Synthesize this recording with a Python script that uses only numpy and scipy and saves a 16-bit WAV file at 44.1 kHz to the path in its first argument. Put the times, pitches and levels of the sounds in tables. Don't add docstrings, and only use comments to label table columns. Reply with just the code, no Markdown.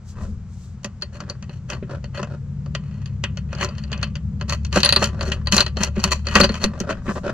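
import sys
import numpy as np
from scipy import signal
from scipy.fft import rfft, irfft, next_fast_len
from scipy.io import wavfile

SR = 44100
rng = np.random.default_rng(int(sys.argv[2]) if len(sys.argv) > 2 else 0)


def generate_wav(sig):
    pcm = np.round(np.clip(np.atleast_2d(sig).T, -1, 1) * 32767).astype(np.int16)
    wavfile.write(sys.argv[1], SR, pcm)


N = 323253
TIME = np.arange(N) / SR

# start in seconds, length in seconds, relative level in the rail in dB, steel above that in dB.
THREAD_TURNS = [(1.122, 0.067, -45.5, -5), (1.502, 0.092, -51.5, -6), (1.681, 0.095, -36, -10.5),
                (2.129, 0.1, -37.5, -13), (2.72, 0.49, -53.5, -11.5), (3.481, 0.29, -35, -16),
                (3.594, 0.06, -22, -11), (3.728, 0.19, -48.5, -10), (3.876, 0.24, -40, -20),
                (4.478, 0.086, -28.5, -5.5), (4.717, 0.1, -21, -4.5), (4.832, 0.069, -22, -9),
                (4.982, 0.12, -29, -0.5), (5.195, 0.054, -33.5, -7.5), (5.249, 0.063, -29.5, -3.5),
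                (5.303, 0.064, -39.5, 0.5), (5.515, 0.072, -17, 1.5), (5.562, 0.076, -19, -7.5),
                (5.775, 0.12, -26.5, -6), (5.93, 0.28, -32.5, -7.5), (6.104, 0.036, -15, -0.5),
                (6.241, 0.12, -28, -10.5), (6.341, 0.068, -11, -13), (6.425, 0.044, -17, -9.5),
                (6.507, 0.094, -28.5, -8.5), (6.595, 0.075, -23.5, -6), (6.89, 0.043, -27.5, -10.5)]
# frequency in Hz, relative level in dB.
RAIL_COLOUR = [(60, -26), (220, 2), (300, -8), (560, -1), (780, -6), (1300, 0.5), (2000, -4), (2300, -14),
               (2900, -2.5), (3600, -15), (5000, -47), (8000, -33.5), (16000, -98.5)]
# frequency in Hz, relative level in dB.
STEEL_COLOUR = [(1500, -66.5), (3400, -7), (4100, 3.5), (4700, 3.5), (5400, -21.5), (7000, -19.5),
                (8500, -28), (9700, -23.5), (11000, -50), (16000, -53)]
# frequency in Hz, relative level in dB.
EDGE_COLOUR = [(2000, -14.5), (4500, -8.5), (6000, 4.5), (7200, -1.5), (8400, -13.5), (11000, -17),
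               (15500, -28.5)]
# frequency in Hz, relative level in dB.
HULL_COLOUR = [(25, 1), (70, -21.5), (140, -0.5), (206, 13), (290, -12), (390, -6.5), (600, -18),
               (800, -33), (1500, -20), (4000, -36.5), (12000, -106.5)]
# frequency in Hz, width in Hz, relative strength in dB.
RAIL_RINGS = [(215.6, 15, 4), (377, 16.3, 11.5), (577, 39, 11.5), (1016, 15, 5.5), (1163, 7, 5.5),
              (1388, 23, 2.5), (1910, 50, 4.5), (2444, 41, 5), (2580, 150, 10), (3084, 82, 4.5)]
# frequency in Hz, width in Hz, relative strength in dB.
STEEL_RINGS = [(4060, 50, 5), (4230, 55, 12), (4500, 80, 8), (5930, 70, 7), (6790, 70, 4), (9690, 70, 16.5)]
# frequency in Hz, relative level in dB.
RUMBLE_COLOUR = [(15, -22), (35, -17.5), (55, -6), (75, 4.5), (110, -3.5), (160, -6.5), (210, -2.5),
                 (240, -15.5), (280, -28.5), (500, -28), (1200, -77), (5000, -100)]


def amp(db):
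    return 10 ** (np.asarray(db) / 20)


def unit(x):
    return x / np.sqrt(np.mean(x ** 2) + 1e-20)


def read(points, hz):
    f, value = np.transpose(points)
    return np.interp(np.log(hz + 1), np.log(f + 1), value)


def follow(rows):
    s, *columns = np.transpose(rows)
    return [np.interp(TIME, s, c) for c in columns]


def add(mix, s, sound):
    part = mix[:, max(round(s * SR), 0):][:, :sound.shape[1]]
    part += sound[:, :part.shape[1]]


def drift(rate_hz):
    knots = rng.standard_normal(400)
    return unit(np.interp(TIME * rate_hz, np.arange(len(knots)), knots))


def colour(x, spectrum, modes=(), pitch=1, uneven_db=0, tilt=0):
    # frequency in Hz, likeness from 0 to 1.
    likeness = [(100, .985), (600, .96), (1400, .88), (2500, .62), (5000, .6), (8000, .05)]
    # frequency in Hz, left minus right in dB.
    balance = [(100, 2.8), (200, 1), (380, -.5), (700, .5), (1300, 2), (4400, 2.7), (8000, 1), (12000, -2)]
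    size = 2 * next_fast_len(x.shape[1] // 2 + 2048)
    hz = np.fft.rfftfreq(size, 1 / SR)
    tuned = hz / np.interp(hz, [5000, 5800], [pitch, 1])
    power = np.ones(len(hz))
    for f, width, db in modes:
        strength = amp(db + uneven_db * np.clip(rng.standard_normal(), -2, 1))
        power += strength ** 2 / (1 + (2 * (tuned - f) / width) ** 2)
    slope = tilt * np.log2(np.clip(hz, 500, 3200))
    gain = amp(read(spectrum, tuned) + slope) * np.sqrt(power)

    cepstrum = irfft(np.log(gain))
    cepstrum[1:size // 2] *= 2
    cepstrum[size // 2 + 1:] = 0
    body = np.exp(rfft(cepstrum))

    a, b = rfft(x, size)
    same = np.clip(read(likeness, hz), -1, 1)
    lean = amp(read(balance, hz) / 2)
    left = a * lean
    right = (same * a + np.sqrt(1 - same ** 2) * b) / lean
    return irfft(np.array([left, right]) * body)[:, :x.shape[1]]


def blow(rise, contact, tail_db, t60, size=9000):
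    t = np.arange(size) / SR
    fall = np.exp(-t / contact) + amp(tail_db - 60 * t / t60)
    shape = (1 - np.exp(-t / rise)) * fall
    return shape * rng.choice([-1., 1.], (2, size))


def struck(sound, db, size):
    return sound * amp(db) / np.sqrt(np.mean(sound[:, :size] ** 2) + 1e-20)


def strokes(rows):
    swell_share = .45
    shapes = []
    for start, length, db in rows:
        progress = (TIME - start) / length
        shapes.append(amp(db) * np.interp(progress, [0, swell_share, 1], [0, 1, 0]))
    return np.linalg.norm(shapes, axis=0)


def grit(slips_per_s, spread_db, spots_per_s=22, count=9):
    happens = rng.random(N) < slips_per_s / SR
    strength = amp(spread_db * np.minimum(rng.exponential(1, N), 3))
    slips = happens * strength * rng.choice([-1., 1.], N)
    spot = (TIME * spots_per_s + 2 * rng.random(N)).astype(int) % count
    total = np.zeros((2, N))
    for k in range(count):
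        here = (slips * (spot == k))[None]
        total += signal.oaconvolve(here, blow(.0001, 0.0029, -2.0, 0.066), axes=1)[:, :N]
    return total


def clicks(graze_db=-22, graze_s=.011, clean_db_per_hardness=1.5, rebound_db=-13, rebound_s=0.011):
    # time in seconds, relative level in the rail in dB, ring of the nut
    # above that in dB, hard tick above that level in the rail in dB, hardness as a tilt in dB per octave.
    hits = [ (0.8445, -28, -7, -5, -0.5), (1.0214, -32.5, 7.5, -9, 1), (1.203, -34, -6.5, -9, -2.5),
            (1.2977, -33, 3.5, -4.5, -4), (1.425, -42, -7, -7, 2.5), (1.4935, -39, -10.5, -22, -2),
            (1.7005, -28.5, -14, -6.5, 1.5), (2.0412, -37, -7.5, -16, -0.5),
            (2.1737, -31.5, -6.5, -20, -0.5), (2.229, -26, -21, -15.5, -3), (2.66, -41.5, -12, -19, -7),
            (2.7495, -24.5, -8, -13, 3), (3.058, -43.5, 0.5, -7, 6), (3.238, -21.5, -12, -13, 5.5),
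            (3.3716, -34.5, -7.5, -8.5, 3.5), (3.5284, -30, -14.5, -16, -2),
            (3.637, -26.5, -20, -8.5, -3.5), (3.664, -37, -29, -30, -15), (3.781, -40.5, -2.5, -9, 4),
            (3.837, -42.5, 2.5, -13, 3), (3.917, -32.5, -7, -12, -2), (3.928, -27.5, -6, -16, 8),
            (4.028, -23.5, -2.5, -11.5, 4.5), (4.1541, -34.5, -4.5, -10, 5.5),
            (4.4107, -29.5, -7.5, -16, -1), (4.495, -30, 1.5, -1.5, -2), (4.6482, -38, 0, 0, 4),
            (4.7266, -30.5, 1, -10, 6), (4.7588, -17, -11, -13, -2), (4.8026, -29, 1, -2.5, 6),
            (4.8314, -17.5, 5, -11.5, 4.5), (4.8471, -20.5, 7.5, -16, 4), (4.8589, -19.5, 6, -14, 1.5),
            (4.8903, -19.5, 8.5, -12, 2.5), (4.924, -16.5, 5, -16, 2.5), (4.9615, -16.5, 7, -22, 0),
            (5.0252, -15.5, -28, -15, -1.5), (5.0409, -23, -1, -1.5, 10), (5.2085, -25, -4, -18, -1.5),
            (5.318, -21, -8.5, -15, 6.5), (5.4708, -26, 3.5, -14.5, 0), (5.522, -17, -2, -4, 7),
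            (5.5656, -20.5, -9, 1.5, 0), (5.5794, -19.5, 8, -10, 2), (5.605, -16.5, 5.5, -8, 3),
            (5.663, -27, 0.5, -13, 2), (5.7689, -24, -6, -15.5, -3.5), (5.8333, -24, 0, 4.5, 3.5),
            (6.0392, -17.5, 0.5, -2.5, 0.5), (6.2684, -26.5, 1, -11, -0.5), (6.3533, -12.5, -3.5, -9.5, -1),
            (6.4017, -9, -40, -11.5, -2), (6.4108, -19.5, 9.5, -17, 0), (6.4415, -20, 5.5, -16, -2.5),
            (6.4916, -27.5, 1, -18, -1), (6.6397, -19, 1.5, -6, -3), (6.8014, -33.5, -4, 3.5, 0.5)]
    out = np.zeros((2, N))
    gaps = rng.uniform(.5, 1.5, len(hits))
    for (s, db, ring, tick, hardness), gap in zip(hits, gaps):
        hit = touch(s, db, ring, tick, hardness)
        light = touch(s, db, ring, tick, hardness)
        light_db = graze_db - clean_db_per_hardness * max(hardness, 0)
        add(out, s - graze_s * gap, amp(light_db) * light)
        add(out, s, hit)
        add(out, s + rebound_s * gap, amp(rebound_db) * light)
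    return out


def touch(s, db, ring, tick, hardness, rail_db=-0.5, ring_db=0.0, tick_db=2, detune=0.01):
    # time in seconds, factor on their
    seating = [(4.6, 1.04), (4.82, 1), (5, 1), (6.4, 1.035)]
    pitch = np.interp(s, *np.transpose(seating)) * (1 + detune * rng.standard_normal())

    free_ring_db, top_damping = 3.5, 0.58
    *lower, (top_hz, top_width, top_db) = STEEL_RINGS
    damped_db = top_db - top_damping * max(free_ring_db - ring, 0)
    modes = lower + [(top_hz, top_width, damped_db)]

    push = blow(0.00059, 0.0063, -15.5, 0.16)
    wood = colour(push, RAIL_COLOUR, RAIL_RINGS, uneven_db=2.5, tilt=hardness)
    steel = colour(blow(0.00035, .0019, -21, 0.11), STEEL_COLOUR, modes, pitch, uneven_db=8)
    soft_db = 0.82 * min(db + tick + 26, 0)
    snap = blow(.0005, .002, -13, .065)
    edge = colour(snap, [(hz, level + soft_db * (hz > 8000)) for hz, level in EDGE_COLOUR])
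    parts = (wood, rail_db), (steel, ring + ring_db), (edge, tick + tick_db)
    return sum(struck(sound, db + part_db, size=440) for sound, part_db in parts)


def catches(spread_db=4, loudest_db=-33, ring_db=-8, tick_db=-11, hardest=4, count=130):
    out = np.zeros((2, N))
    effort = strokes([row[:3] for row in THREAD_TURNS])
    for k, (when, level, ring, tick, hard) in enumerate(rng.uniform(-1, 1, (count, 5))):
        at = int((k + .5 + when / 2) * (N - 1) / count)
        if effort[at] > 0:
            db = min(20 * np.log10(effort[at]), loudest_db) + spread_db * level
            nut_db = ring_db + 2 * spread_db * ring
            hard_db = tick_db + 2 * spread_db * tick
            add(out, at / SR, touch(at / SR, db, nut_db, hard_db, hardest * hard))
    return out


def scrapes(ring_db=-2, tick_db=-3, hull_db=-8):
    in_rail = strokes([(start, length, db) for start, length, db, steel in THREAD_TURNS])
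    in_steel = strokes([(start, length, db + steel) for start, length, db, steel in THREAD_TURNS])
    slips = grit(450, 6)
    wood = unit(colour(slips, RAIL_COLOUR, RAIL_RINGS))
    wood = wood + amp(hull_db) * unit(colour(slips, HULL_COLOUR, RAIL_RINGS))
    metal = amp(ring_db) * unit(colour(slips, STEEL_COLOUR, STEEL_RINGS[:-1], 1.015))
    metal = metal + amp(tick_db) * unit(colour(slips, EDGE_COLOUR))
    return in_rail * wood + in_steel * metal


def rubs():
    # start in seconds, length in seconds, relative level in dB.
    finger_strokes = [(.12, 0.19, -39.5), (1.1, 0.29, -40.5), (1.7, 0.098, -35), (1.87, 0.12, -33),
                      (2.18, 0.052, -28.5), (2.24, 0.15, -37.5), (4.756, 0.031, -13.5),
                      (5.015, 0.019, -9.5), (5.03, 0.44, -35.5), (6.55, 0.58, -38), (6.86, 0.085, -20.5),
                      (7.05, 0.1, -29), (7.15, 0.047, -25), (7.22, .13, -28.5)]
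    # frequency in Hz, relative level in dB.
    finger_colour = [(80, -24), (220, 0), (300, 1.5), (620, 0), (850, -4.5), (1150, -0.5), (1700, -2),
                     (2300, -21.5), (4500, -17.5), (7000, -25.5), (14000, -59)]
    return strokes(finger_strokes) * unit(colour(grit(300, 5.6), finger_colour, RAIL_RINGS))


def knocks(level_db=-5.0):
    # time in seconds, relative level in dB.
    bumps = [(0.846, -32), (1.825, -27.5), (2.19, -34.5), (3.623, -34), (4.766, -13), (5.026, -22),
             (5.273, -25), (5.524, -15), (5.799, -18), (5.965, -16), (6.04, -18), (6.355, -28),
             (6.402, -10), (6.44, -19.5), (6.497, -19), (6.638, -15), (6.805, -20.5), (6.895, -28),
             (7.078, -17), (7.274, -23)]
    out = np.zeros((2, N))
    for s, db in bumps:
        push = blow(.0012, .011, -12, .15)
        sound = colour(push, HULL_COLOUR, RAIL_RINGS, uneven_db=1.5)
        add(out, s, struck(sound, db + level_db, size=1800))
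    return out


def cabin(x, wet_db=-12):
    echoes = blow(0.0035, 0.0074, -9.5, 0.23)
    echoes = echoes / np.linalg.norm(echoes[0])
    return x + amp(wet_db) * signal.oaconvolve(x, echoes, axes=1)[:, :N]


def engine(orders_db=-2, rumble_db=-4, fade_db=3, wobble=0.0098):
    # time in seconds, cycles a second.
    speed_curve = [(0, 9.74), (1.5, 10.33), (3, 11.25), (4, 11.7), (5, 12.4), (6, 11.92), (7.33, 14.2)]
    # time in seconds, relative level in dB.
    loudness_curve = [(0, -37), (.9, -35.5), (1.9, -31), (4.4, -27.5), (6.3, -31), (7.33, -32.5)]
    # multiple of the cycle rate, relative level in dB.
    upper_orders = [(8, -6.5), (9, 1), (10, -16.5), (11, -5.5), (12, 1), (13, 2), (14, -12), (16, -5.5),
                    (18, -7)]
    firing = 6
    boom_hz, boom_width_hz, boom_db = 73.27, 2.77, -24

    speed, = follow(speed_curve)
    upper_db, = follow(loudness_curve)
    boom = amp(boom_db) / np.hypot(1, 2 * (firing * speed - boom_hz) / boom_width_hz)
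    turn = 2 * np.pi * (np.cumsum(speed) / SR + wobble * drift(6))
    upper = np.zeros(N)
    for k, db in upper_orders:
        level = amp(db + fade_db * drift(2.57))
        upper += level * np.sin(round(k) * turn + 2 * np.pi * rng.random())
    tones = boom * np.sin(firing * turn) + amp(upper_db + orders_db) * unit(upper)
    noise = rng.standard_normal((2, N))
    rumble = amp(upper_db + rumble_db) * unit(colour(noise, RUMBLE_COLOUR))
    return tones * amp([[1.2], [-1.2]]) + rumble


def ambience(air_db=-57, swing_db=-2, deep_db=-56, deep_db_per_s=2.44):
    # frequency in Hz, relative level in dB.
    air_colour = [(200, -1), (600, -6), (1300, -7), (2000, -13), (3500, -19.5), (7200, -18), (8800, -31),
                  (10000, -65), (16000, -43)]
    # start in seconds, length in seconds, relative level in dB.
    skin_strokes = [(.04, .12, -50.5), (.12, 0.27, -56), (.47, 0.3, -55.5), (7.02, 0.22, -49)]
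    # start in seconds, length in seconds, relative level in dB.
    hand_swings = [(.1, 0.38, -30.5), (5.1, .8, -36), (6.29, .28, -25)]
    skin_colour = [(500, -24), (2500, 1), (6500, 12.5), (7800, 9.5), (9000, -2), (15500, -14)]
    deep_colour = [(8, -18.0), (22, -4.5), (34, 0), (50, -3.5), (80, -5.5), (200, -55.0), (800, -100)]

    air, skin, deep, flutter = rng.standard_normal((4, 2, N))
    still = amp(air_db) * unit(colour(air, air_colour))
    brush = strokes(skin_strokes) * amp(2 * drift(46.2))
    skin = unit(colour(skin, skin_colour))
    deep = unit(colour(deep, deep_colour))
    flutter = unit(colour(flutter, RUMBLE_COLOUR))
    buffet = strokes(hand_swings) * (amp(swing_db) * deep + flutter)
    growing = amp(deep_db + deep_db_per_s * TIME) * deep
    return still + brush * skin + growing + buffet


def scene():
    left_lag = 2
    work = clicks() + catches() + knocks() + cabin(scrapes() + rubs())
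    left, right = work + engine() + ambience()
    return np.array([np.pad(left, (left_lag, 0))[:N], right])


def record(dry):
    edge_hz = 15850
    limited = dry / (1 + dry ** 6) ** (1 / 6)
    lowpass = signal.firwin(511, edge_hz, window=("kaiser", 9), fs=SR)
    return signal.oaconvolve(limited, lowpass[None], "same")


dry = scene()
out = record(dry)
generate_wav(out)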